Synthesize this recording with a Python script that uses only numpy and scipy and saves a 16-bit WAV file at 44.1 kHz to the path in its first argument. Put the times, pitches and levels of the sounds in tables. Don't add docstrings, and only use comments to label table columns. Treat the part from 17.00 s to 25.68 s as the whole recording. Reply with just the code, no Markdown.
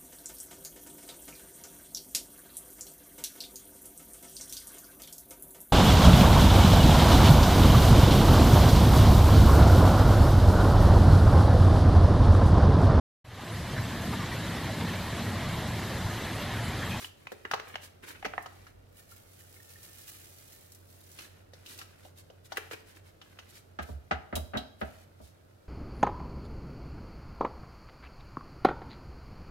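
import sys
import numpy as np
from scipy import signal
from scipy.fft import rfft, irfft, next_fast_len
from scipy.io import wavfile
from scipy.ndimage import map_coordinates

SR = 44100
rng = np.random.default_rng(int(sys.argv[2]) if len(sys.argv) > 2 else 0)


def waveform_to_disk(signal):
    frames = np.transpose(np.atleast_2d(signal))
    scaled = np.clip(frames, -1, 1) * 32767
    samples = np.round(scaled).astype(np.int16)
    wavfile.write(sys.argv[1], SR, samples)


N = 382788
TIME = np.arange(N) / SR
HIT_TIME = TIME[:SR * 7 // 10]
TREBLE_LIMIT_HZ = 15800


# t/s, air pop f/Hz, level/dB, wall f/Hz, level/dB,
# crease f/Hz, level/dB, fibre crack level/dB
WALL_SNAPS = [(0.045, 780, -55, 1870, -46, 3000, -42, -69), (.27, 600, -53.5, 1070, -48, 2420, -45, -60),
              (0.3181, 425, -40.5, 1490, -49, 3730, -59, -60),
              (.451, 420, -48.5, 1460, -38, 2820, -49, -61.5),
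              (0.513, 690, -40, 1380, -32.5, 2840, -41.5, -42.5),
              (0.536, 470, -37.5, 1240, -29, 2750, -39.5, -48.5),
              (.5395, 804, -36.5, 1340, -43, 3900, -45, -44.5),
              (.598, 490, -48.5, 1530, -42, 3140, -52, -53),
              (0.7561, 624, -44.5, 1720, -38, 2800, -40, -53), (1.227, 695, -47, 1900, -46, 2530, -53, -65),
              (1.2467, 430, -41, 1500, -44, 2090, -37, -52),
              (1.252, 840, -44.5, 1370, -37.5, 3360, -46.5, -51.5),
              (1.2566, 650, -36.5, 1440, -44, 2530, -42, -50),
              (1.262, 247, -43.5, 1100, -66, 1950, -49, -64),
              (1.336, 800, -41.5, 1410, -41.5, 2500, -52, -74),
              (1.379, 690, -35, 1210, -34, 1820, -35.5, -65),
              (1.459, 610, -48, 1200, -45.5, 2880, -55, -55.5),
              (1.667, 596, -73, 1460, -53.5, 2690, -67, -64),
              (4.188, 490, -62, 1540, -54.5, 2680, -49, -54), (4.534, 513, -54, 1810, -60, 3650, -66, -58),
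              (4.661, 307, -65, 1950, -65, 2820, -52.5, -54),
              (4.788, 765, -58.5, 1990, -76, 2680, -54, -51),
              (4.8143, 800, -63.5, 1280, -47.5, 2860, -55, -55.5),
              (5.05, 610, -52, 1120, -65.5, 3020, -64, -72), (5.3, 600, -54, 1220, -66.5, 2980, -64, -69),
              (5.5199, 774, -40.5, 1440, -44, 3350, -50.5, -48.5),
              (5.571, 866, -41.5, 1470, -33, 3020, -39.5, -49.5),
              (5.579, 440, -42.5, 1400, -41, 3380, -59, -55),
              (5.711, 463, -45, 1580, -45.5, 2970, -52, -55),
              (5.734, 454, -48, 1640, -46.5, 2320, -46.5, -56),
              (6.215, 750, -61.5, 1290, -57, 3120, -55, -61.5),
              (6.388, 670, -56.5, 1270, -52, 2810, -52, -56)]
# f/Hz, width/Hz, level/dB
CROCK_HOLLOW = [(430, 16, 6), (792, 67, 5), (926, 16, -1.5), (1273, 53, 1), (1640, 39, -3), (2020, 95, -3),
                (2860, 33, -6.5)]

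def packet_snaps(ragged_below_db=-43, crack_top_hz=6600):
    out = np.zeros((2, N))
    for s, pop_hz, pop_db, wall_hz, wall_db, crease_hz, crease_db, crack_db in WALL_SNAPS:
        flip = click(scatter_db=7, t60=.02) + click(scatter_db=3.5, t60=.055)
        split = click(scatter_db=15, t60=.05)
        if wall_db < ragged_below_db and crack_db > wall_db - 12:
            flip += click(scatter_db=12, t60=.06) * fade_in(.002)
            split *= fade_in(.003)
        fizz = from_db(-14.5) * band(split, crack_top_hz, TREBLE_LIMIT_HZ)
        crack = hit_level(band(split, 3500, crack_top_hz, order=3) + fizz, crack_db)
        pop = hit_level(flex(flip, pop_hz, q=3.3), pop_db - 2.24)
        wall = hit_level(flex(flip, wall_hz, q=3.2), wall_db - 2.1)
        crease = hit_level(flex(flip, crease_hz, q=7.2), crease_db)
        add(out, s, pop + wall + crease + crack)
    return out + from_db(-5) * resonances(out, CROCK_HOLLOW)


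def flex(flip, hz, q):
    return band(resonate(flip, hz, hz / q), .4 * hz, 1.5 * hz, order=3)


# t/s, level/dB
CREASE_TICKS = [(.3185, -56), (.683, -58), (1.425, -57.5), (1.554, -71), (3.72, -54.5), (3.748, -56.5),
                (4.662, -59.5), (4.778, -54), (4.789, -52), (5.571, -45), (7.808, -60)]

def crease_ticks():
    out = np.zeros((2, N))
    for s, db in CREASE_TICKS:
        tick = band(click(scatter_db=11, t60=.064), 4500, TREBLE_LIMIT_HZ)
        add(out, s, hit_level(tick, db))
    return out


# start t/s, end t/s, level/dB
FINGER_GRIPS = [(0.18, 0.853, -68.5), (1.14, 1.7, -66), (4.277, 4.415, -69), (4.537, 5.085, -68),
                (5.515, 5.807, -64), (6.228, 6.572, -68.5), (7.804, 8.033, -64.5)]
# middle t/s, half length/s, level/dB, crumple compared with that level/dB
FINGER_RUBS = [(0.023, 0.035, -46, -3), (0.7, 0.035, -60.5, 9.5), (0.746, 0.0049, -63.5, 20),
               (0.844, 0.019, -50, -3.5), (1.043, 0.011, -53.5, 4.5), (1.097, 0.021, -48, 1),
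               (1.162, 0.0098, -65, 17), (4.216, 0.035, -50.5, -3), (4.714, 0.035, -49.5, -8.5),
               (4.81, 0.022, -53, -2), (5.059, 0.027, -61.5, -9), (5.191, 0.017, -54, -11),
               (5.459, 0.0097, -56.5, -5), (5.564, 0.005, -55.5, 6), (5.728, 0.011, -47, 6.5),
               (5.898, 0.027, -60.5, 0.5), (5.968, 0.018, -60.5, 3), (6.075, 0.021, -63, 2.5),
               (6.502, 0.011, -55.5, -22), (6.565, 0.024, -54.5, -7), (6.831, 0.0071, -51, 1),
               (6.89, 0.038, -60, -20), (8.256, 0.035, -61, -41)]
# f/Hz, level/dB
CRACKLE_TONE = [(2000, -5.5), (4000, 0.5), (6000, -2.5), (9000, -3.5), (13000, -4), (16000, -11.5)]
CRUMPLE_TONE = [(300, 13.5), (700, -2), (1600, 8), (2800, 3), (4200, -9), (7000, -56)]

def paper_rustle(held_db=-75):
    grips = sum((from_db(db) * swell(start, end, rise_s=.011, fall_s=.016)) ** 2
                for start, end, db in FINGER_GRIPS)
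    crackle_gain = np.sqrt(from_db(held_db) ** 2 + grips)
    crumple_gain = crackle_gain * from_db(2)
    for s, half_length, db, crumple_db in FINGER_RUBS:
        stroke = from_db(db) * np.exp(-.5 * ((TIME - s) / half_length) ** 2)
        crackle_gain = np.hypot(crackle_gain, stroke)
        crumple_gain = np.hypot(crumple_gain, stroke * from_db(crumple_db))
    for s, _, _, _, wall_db, *_ in WALL_SNAPS:
        crinkle = from_db(wall_db - 7) * swell(s, s, rise_s=.0022, fall_s=.006)
        crumple_gain = np.hypot(crumple_gain, crinkle)
    crackle = crackle_gain * colour(grains(per_s=2500, spread_db=1.5), CRACKLE_TONE)
    crumple = crumple_gain * colour(grains(per_s=900, spread_db=3.2), CRUMPLE_TONE)
    return lean_right(crackle + crumple, .24)


# t/s, level/dB
POWDER_STREAM = [(1.88, -81), (1.95, -72), (2.16, -68), (2.69, -63), (2.97, -60), (3.54, -60.5),
                 (3.84, -69.5), (4.14, -58.5), (4.33, -84)]
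POWDER_PUFFS = [(1.986, -58), (2.114, -58.5), (2.17, -63), (2.33, -65.5), (2.402, -58.5), (2.551, -60.5),
                (2.631, -68), (2.712, -58), (2.845, -53.5), (2.955, -58.5), (3.0, -54.5), (3.095, -51.5),
                (3.16, -57.5), (3.25, -59.5), (3.535, -60), (3.914, -65)]
# f/Hz, level/dB
HISS_TONE = [(1760, -23), (3000, -10), (3590, -8), (4120, -5), (4440, -6), (9980, -5), (11500, -2.5),
             (15500, -7)]
PATTER_TONE = [(500, -12), (1200, -9), (2000, -5.5), (3000, -5), (4500, -10), (7000, -8.5)]
# f/Hz, level/dB, ring time/s
CROCK_NOTES = [(1450, 5, 0.025), (1804, 16, 0.076), (2140, 4, 0.07)]
# t/s, f/Hz, level/dB
POWDER_LUMPS = [(2.118, 1390, -63), (2.408, 1790, -65), (2.564, 2150, -67), (2.6, 1860, -65),
                (2.757, 1817, -63)]

def powder(covered_from_s=3.2, soften_db_per_s=3):
    puffs = sum((from_db(db) * swell(s, s, rise_s=.018, fall_s=.032)) ** 2 for s, db in POWDER_PUFFS)
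    flow = np.sqrt(gain_curve(POWDER_STREAM) ** 2 + puffs)
    landing = colour(grains(per_s=1400, spread_db=3), PATTER_TONE)
    peaks = [(hz, np.log(1000) / (np.pi * t60), db) for hz, db, t60 in CROCK_NOTES]
    crock = rms_one(resonances(landing, peaks))
    hiss = flow * from_db(2.5) * colour(grains(per_s=2000, spread_db=4.4), HISS_TONE)
    patter = flow * (from_db(.9) * landing + from_db(-13) * crock)
    patter *= from_db(-soften_db_per_s * np.maximum(TIME - covered_from_s, 0))
    pings = np.zeros((2, N))
    for s, hz, db in POWDER_LUMPS:
        add(pings, s, hit_level(ring([(hz, 0, .055)], vary_db=0), db + 6))
    return lean_right(hiss + patter + pings, .76)


# delay/s, level/dB
CROCK_ECHOES = [(.0009, -20.5), (.0021, -4.5)]

def crock_echoes(x, sway_share=.26, sway_every_s=.4):
    out = x.copy()
    turns = np.arange(0, TIME[-1] + 1, sway_every_s)
    for delay_s, db in CROCK_ECHOES:
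        for ear in range(2):
            sway = np.interp(TIME, turns, rng.uniform(-1.023, 1, len(turns)))
            delay = delay_s * (1 + sway_share * sway)
            out[ear] += from_db(db) * map_coordinates(x[ear], [(TIME - delay) * SR], order=3)
    return out / np.sqrt(1 + sum(from_db(db) ** 2 for _, db in CROCK_ECHOES))


# t/s, boom level/dB, body level/dB, clack level/dB, top of the clack f/Hz
WORKTOP_BLOWS = [(6.788, -44.5, -42, -34.5, 7900), (6.887, -42.5, -46, -53, 486),
                 (6.924, -41.5, -56, -78, 900), (7.11, -41, -35.5, -26, 7000),
                 (7.326, -40, -36, -38.5, 2800), (7.362, -37, -36.5, -39.5, 880),
                 (7.535, -54, -38, -38.5, 3530), (7.55, -43, -35, -35.5, 2370),
                 (7.563, -44, -36, -39.5, 2000), (7.813, -45.5, -34, -34.5, 4400),
                 (8.199, -56, -51, -66, 1190)]
# f/Hz, level/dB
CLACK_TONE = [(200, 2.5), (350, -3), (480, -4), (650, 7), (1000, -5.5), (1400, 6), (2000, -3), (3200, -10),
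              (4500, -17.5), (8000, -27.5), (14000, -60)]
THUD_TONE = [(140, -1), (220, -5), (400, -3), (700, -10.5), (3000, -55)]
# f/Hz, level/dB, ring time/s
WORKTOP_NOTES = [(204.6, 6, 0.11), (230, 10, 0.077), (268, -6.5, 0.28), (409, -4.5, 0.17), (580, 3, 0.085),
                 (618, 1, 0.14), (644, 1, 0.1), (721, -3, 0.23), (830, -7.5, 0.11), (944, -1, 0.067),
                 (1165, -6.5, 0.12), (1410, -21, 0.13), (1980, -24, 0.11), (2370, -25, .13),
                 (2905, -26, .14)]
CABINET_NOTES = [(69.6, 1, 0.4), (81.6, 1.5, 0.25), (138, -21, 0.47)]

def worktop_knocks():
    out = np.zeros((2, N))
    for s, boom_db, body_db, clack_db, top_hz in WORKTOP_BLOWS:
        clack = colour(noise(len(HIT_TIME)), CLACK_TONE) * fade_in(.0006) * die_away(.11)
        clack = band(clack, 148, top_hz)
        clack += from_db(-2) * resonances(clack, CROCK_HOLLOW)
        thud = colour(noise(len(HIT_TIME)), THUD_TONE) * fade_in(.0087) * die_away(.13)
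        body = hit_level(ring(WORKTOP_NOTES, vary_db=1), body_db - 1)
        boom = hit_level(ring(CABINET_NOTES, vary_db=1.5), boom_db - 2)
        add(out, s, hit_level(clack, clack_db) + hit_level(thud, body_db - 8))
        add(out, s + .00241, body)
        add(out, s + .0046, lean_right(boom, 2))
    return out


# t/s, clank level/dB, tick level/dB, ring level/dB
UTENSIL_JOLTS = [(7.3545, -47, -31.5, -55.5), (7.572, -43.5, -52, -56.5)]
# f/Hz, width/Hz, level/dB
UTENSIL_CLANK = [(2900, 70, -9), (3290, 190, -2.5), (3860, 150, 3)]
# f/Hz, level/dB, ring time/s
UTENSIL_NOTES = [(2762, -8, .22), (3250, -1, .65), (3897, -4, .6), (3985, -2, .6), (4902, -1, .5),
                 (5030, -4, .55), (6045, -13, .45)]

def utensil_clinks():
    out = np.zeros((2, N))
    for s, clank_db, tick_db, ring_db in UTENSIL_JOLTS:
        contact = click(scatter_db=24, t60=.1)
        tick = hit_level(band(contact, 2800, 15300), tick_db - 5)
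        clank = hit_level(resonances(contact, UTENSIL_CLANK), clank_db + 6.5)
        ringing = hit_level(ring(UTENSIL_NOTES, vary_db=1.5), ring_db - 1.5)
        add(out, s, tick + clank + ringing)
    return lean_right(out, .97)


# t/s, level/dB
ARM_SWEEP = [(1.2, -59), (1.35, -61), (1.8, -62.5), (2.0, -76)]
# f/Hz, level/dB
RUMBLE_TONE = [(25, -23), (45, 0), (70, -15), (200, -21), (600, -32), (2000, -90)]

def arm_rumble():
    return gain_curve(ARM_SWEEP) * colour(noise(N), RUMBLE_TONE)


# f/Hz, ring time/s
KITCHEN_RING_TIMES = [(100, 0.46), (500, 0.61), (1600, 0.48), (4000, 0.49), (14000, 0.39)]

def kitchen_echo(x, echo_db):
    white, tail = rng.standard_normal((2, 2, len(HIT_TIME))), 0
    edges_hz = np.geomspace(22, 17000, 25)
    for k, (low, high) in enumerate(zip(edges_hz, edges_hz[1:])):
        hz = np.sqrt(low * high)
        mid, side = band(white[k % 2], low, high) * die_away(at_hz(KITCHEN_RING_TIMES, hz))
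        tail = tail + two_ears(mid, side, hz)
    tail *= fade_in(.0002)
    tail /= np.sqrt(np.sum(tail[0] ** 2))
    return x + from_db(echo_db) * signal.fftconvolve(x, tail, axes=1)[:, :N]


def appliance_hum(hz=91.8, db=-61.5):
    flutter = resonate(rng.standard_normal(N + SR), hz, width_hz=8.4)
    flutter = rms_one(resonate(flutter, hz, width_hz=22.4)[SR:])
    hum = rms_one(np.sqrt(2) * np.sin(2 * np.pi * hz * TIME) + .5 * flutter)
    return lean_right(from_db(db) * hum, 1.5)


# f/Hz, level/dB
AIR_TONE = [(15, -45), (25, -5), (43, -10), (71, -9), (96, -3.5), (221, -12.5), (340, -11), (582, -10.5),
            (1020, -23.5), (1380, -20.5), (2060, -33), (4750, -34.5), (8580, -44.5), (13200, -38),
            (15500, -44)]

def room_air(db=-60.5):
    return lean_right(from_db(db) * colour(noise(N), AIR_TONE), .6)


# f/Hz, likeness (1 = the same, 0 = unrelated)
EAR_LIKENESS = [(50, 1), (140, 0.67), (260, 0.32), (500, -0.3), (1500, -0.17), (12000, 0.06)]

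def two_ears(mid, side, hz):
    alike = at_hz(EAR_LIKENESS, hz)
    return np.sqrt(1 + alike) * mid + np.sqrt(1 - alike) * side * [[1], [-1]]


def colour(x, tone):
    size = next_fast_len(x.shape[1])
    hz = np.maximum(np.fft.rfftfreq(size, 1 / SR), 1)
    bass_cut = np.minimum(hz / tone[0][0], 1) ** 2
    mid, side = rfft(x, size) * from_db(at_hz(tone, hz)) * bass_cut
    return rms_one(irfft(two_ears(mid, side, hz), size)[:, :x.shape[1]])


def ring(notes, vary_db):
    out = 0
    for hz, db, t60 in notes:
        apart = np.arccos(at_hz(EAR_LIKENESS, hz)) * rng.choice([-1, 1]) * np.array([[.5], [-.5]])
        strength = from_db(db + vary_db * rng.standard_normal()) * rng.choice([-1, 1])
        wave = np.sin(2 * np.pi * hz * HIT_TIME + apart)
        out = out + strength * wave * fade_in(.5 / hz) ** 2 * die_away(t60)
    return out


def grains(per_s, spread_db):
    sizes = from_db(spread_db * np.minimum(rng.exponential(1, N), 4))
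    sizes *= rng.random(N) < per_s / SR
    smear = noise(SR // 100) * np.exp(-np.linspace(0, 5, SR // 100))
    energy = signal.fftconvolve(sizes[None] ** 2, smear ** 2)[:, :N]
    return np.sqrt(np.abs(energy)) * noise(N)


def click(scatter_db, t60, lead_s=.0001):
    out = noise(len(HIT_TIME)) * die_away(t60) + 1e-18
    out *= from_db(scatter_db) / np.sqrt(np.sum(out[0] ** 2))
    out[0, 0] += 1
    out[1, round(lead_s * SR)] += 1
    return out


def noise(samples):
    return rng.standard_normal((2, samples))


def band(x, low_hz, high_hz, order=2):
    return signal.sosfilt(signal.butter(order, [low_hz, high_hz], "band", fs=SR, output="sos"), x)


def resonate(x, hz, width_hz):
    r = np.exp(-np.pi * width_hz / SR)
    feedback = [1, -2 * r * np.cos(2 * np.pi * hz / SR), r * r]
    return signal.lfilter(np.array([1, 0, -1]) * (1 - r * r) / 2, feedback, x)


def resonances(x, peaks):
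    return sum(from_db(db) * resonate(x, hz, width_hz) for hz, width_hz, db in peaks)


def fade_in(rise_s):
    return 1 - np.exp(-HIT_TIME / rise_s)


def die_away(t60):
    return from_db(-60 * HIT_TIME / t60)


def swell(start, end, rise_s, fall_s):
    return np.exp(-.5 * (np.maximum(start - TIME, 0) / rise_s) ** 2 - np.maximum(TIME - end, 0) / fall_s)


def gain_curve(points):
    s, db = np.transpose(points)
    fade = np.interp(TIME, [s[0] - .03, s[0], s[-1], s[-1] + .03], [0, 1, 1, 0])
    return fade * from_db(np.interp(TIME, s, db))


def at_hz(points, hz):
    freqs, values = np.transpose(points)
    return np.interp(np.log(hz), np.log(freqs), values)


def from_db(db):
    return 10 ** (np.asarray(db) / 20)


def rms_one(x):
    return x / np.sqrt(np.mean(x ** 2) + 1e-20)


def hit_level(x, db):
    return from_db(db) * x / np.sqrt(np.mean(x[..., :SR // 50] ** 2) + 1e-20)


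def lean_right(x, db):
    return x * from_db([[-db], [db]])


def add(out, s, sound):
    start = round(s * SR)
    out[:, start:start + sound.shape[-1]] += sound[..., :N - start]


def scene():
    packet = packet_snaps() + crease_ticks() + crock_echoes(paper_rustle() + powder())
    packet = kitchen_echo(packet, echo_db=-10)
    worktop = kitchen_echo(worktop_knocks() + utensil_clinks(), echo_db=-11.5)
    return packet + worktop + arm_rumble() + appliance_hum() + room_air()


def record(dry):
    lean = signal.sosfilt(signal.butter(2, 30, "high", fs=SR, output="sos"), dry)
    return signal.sosfilt(signal.ellip(10, .1, 70, TREBLE_LIMIT_HZ, fs=SR, output="sos"), lean)


dry = scene()
out = record(dry)
waveform_to_disk(out)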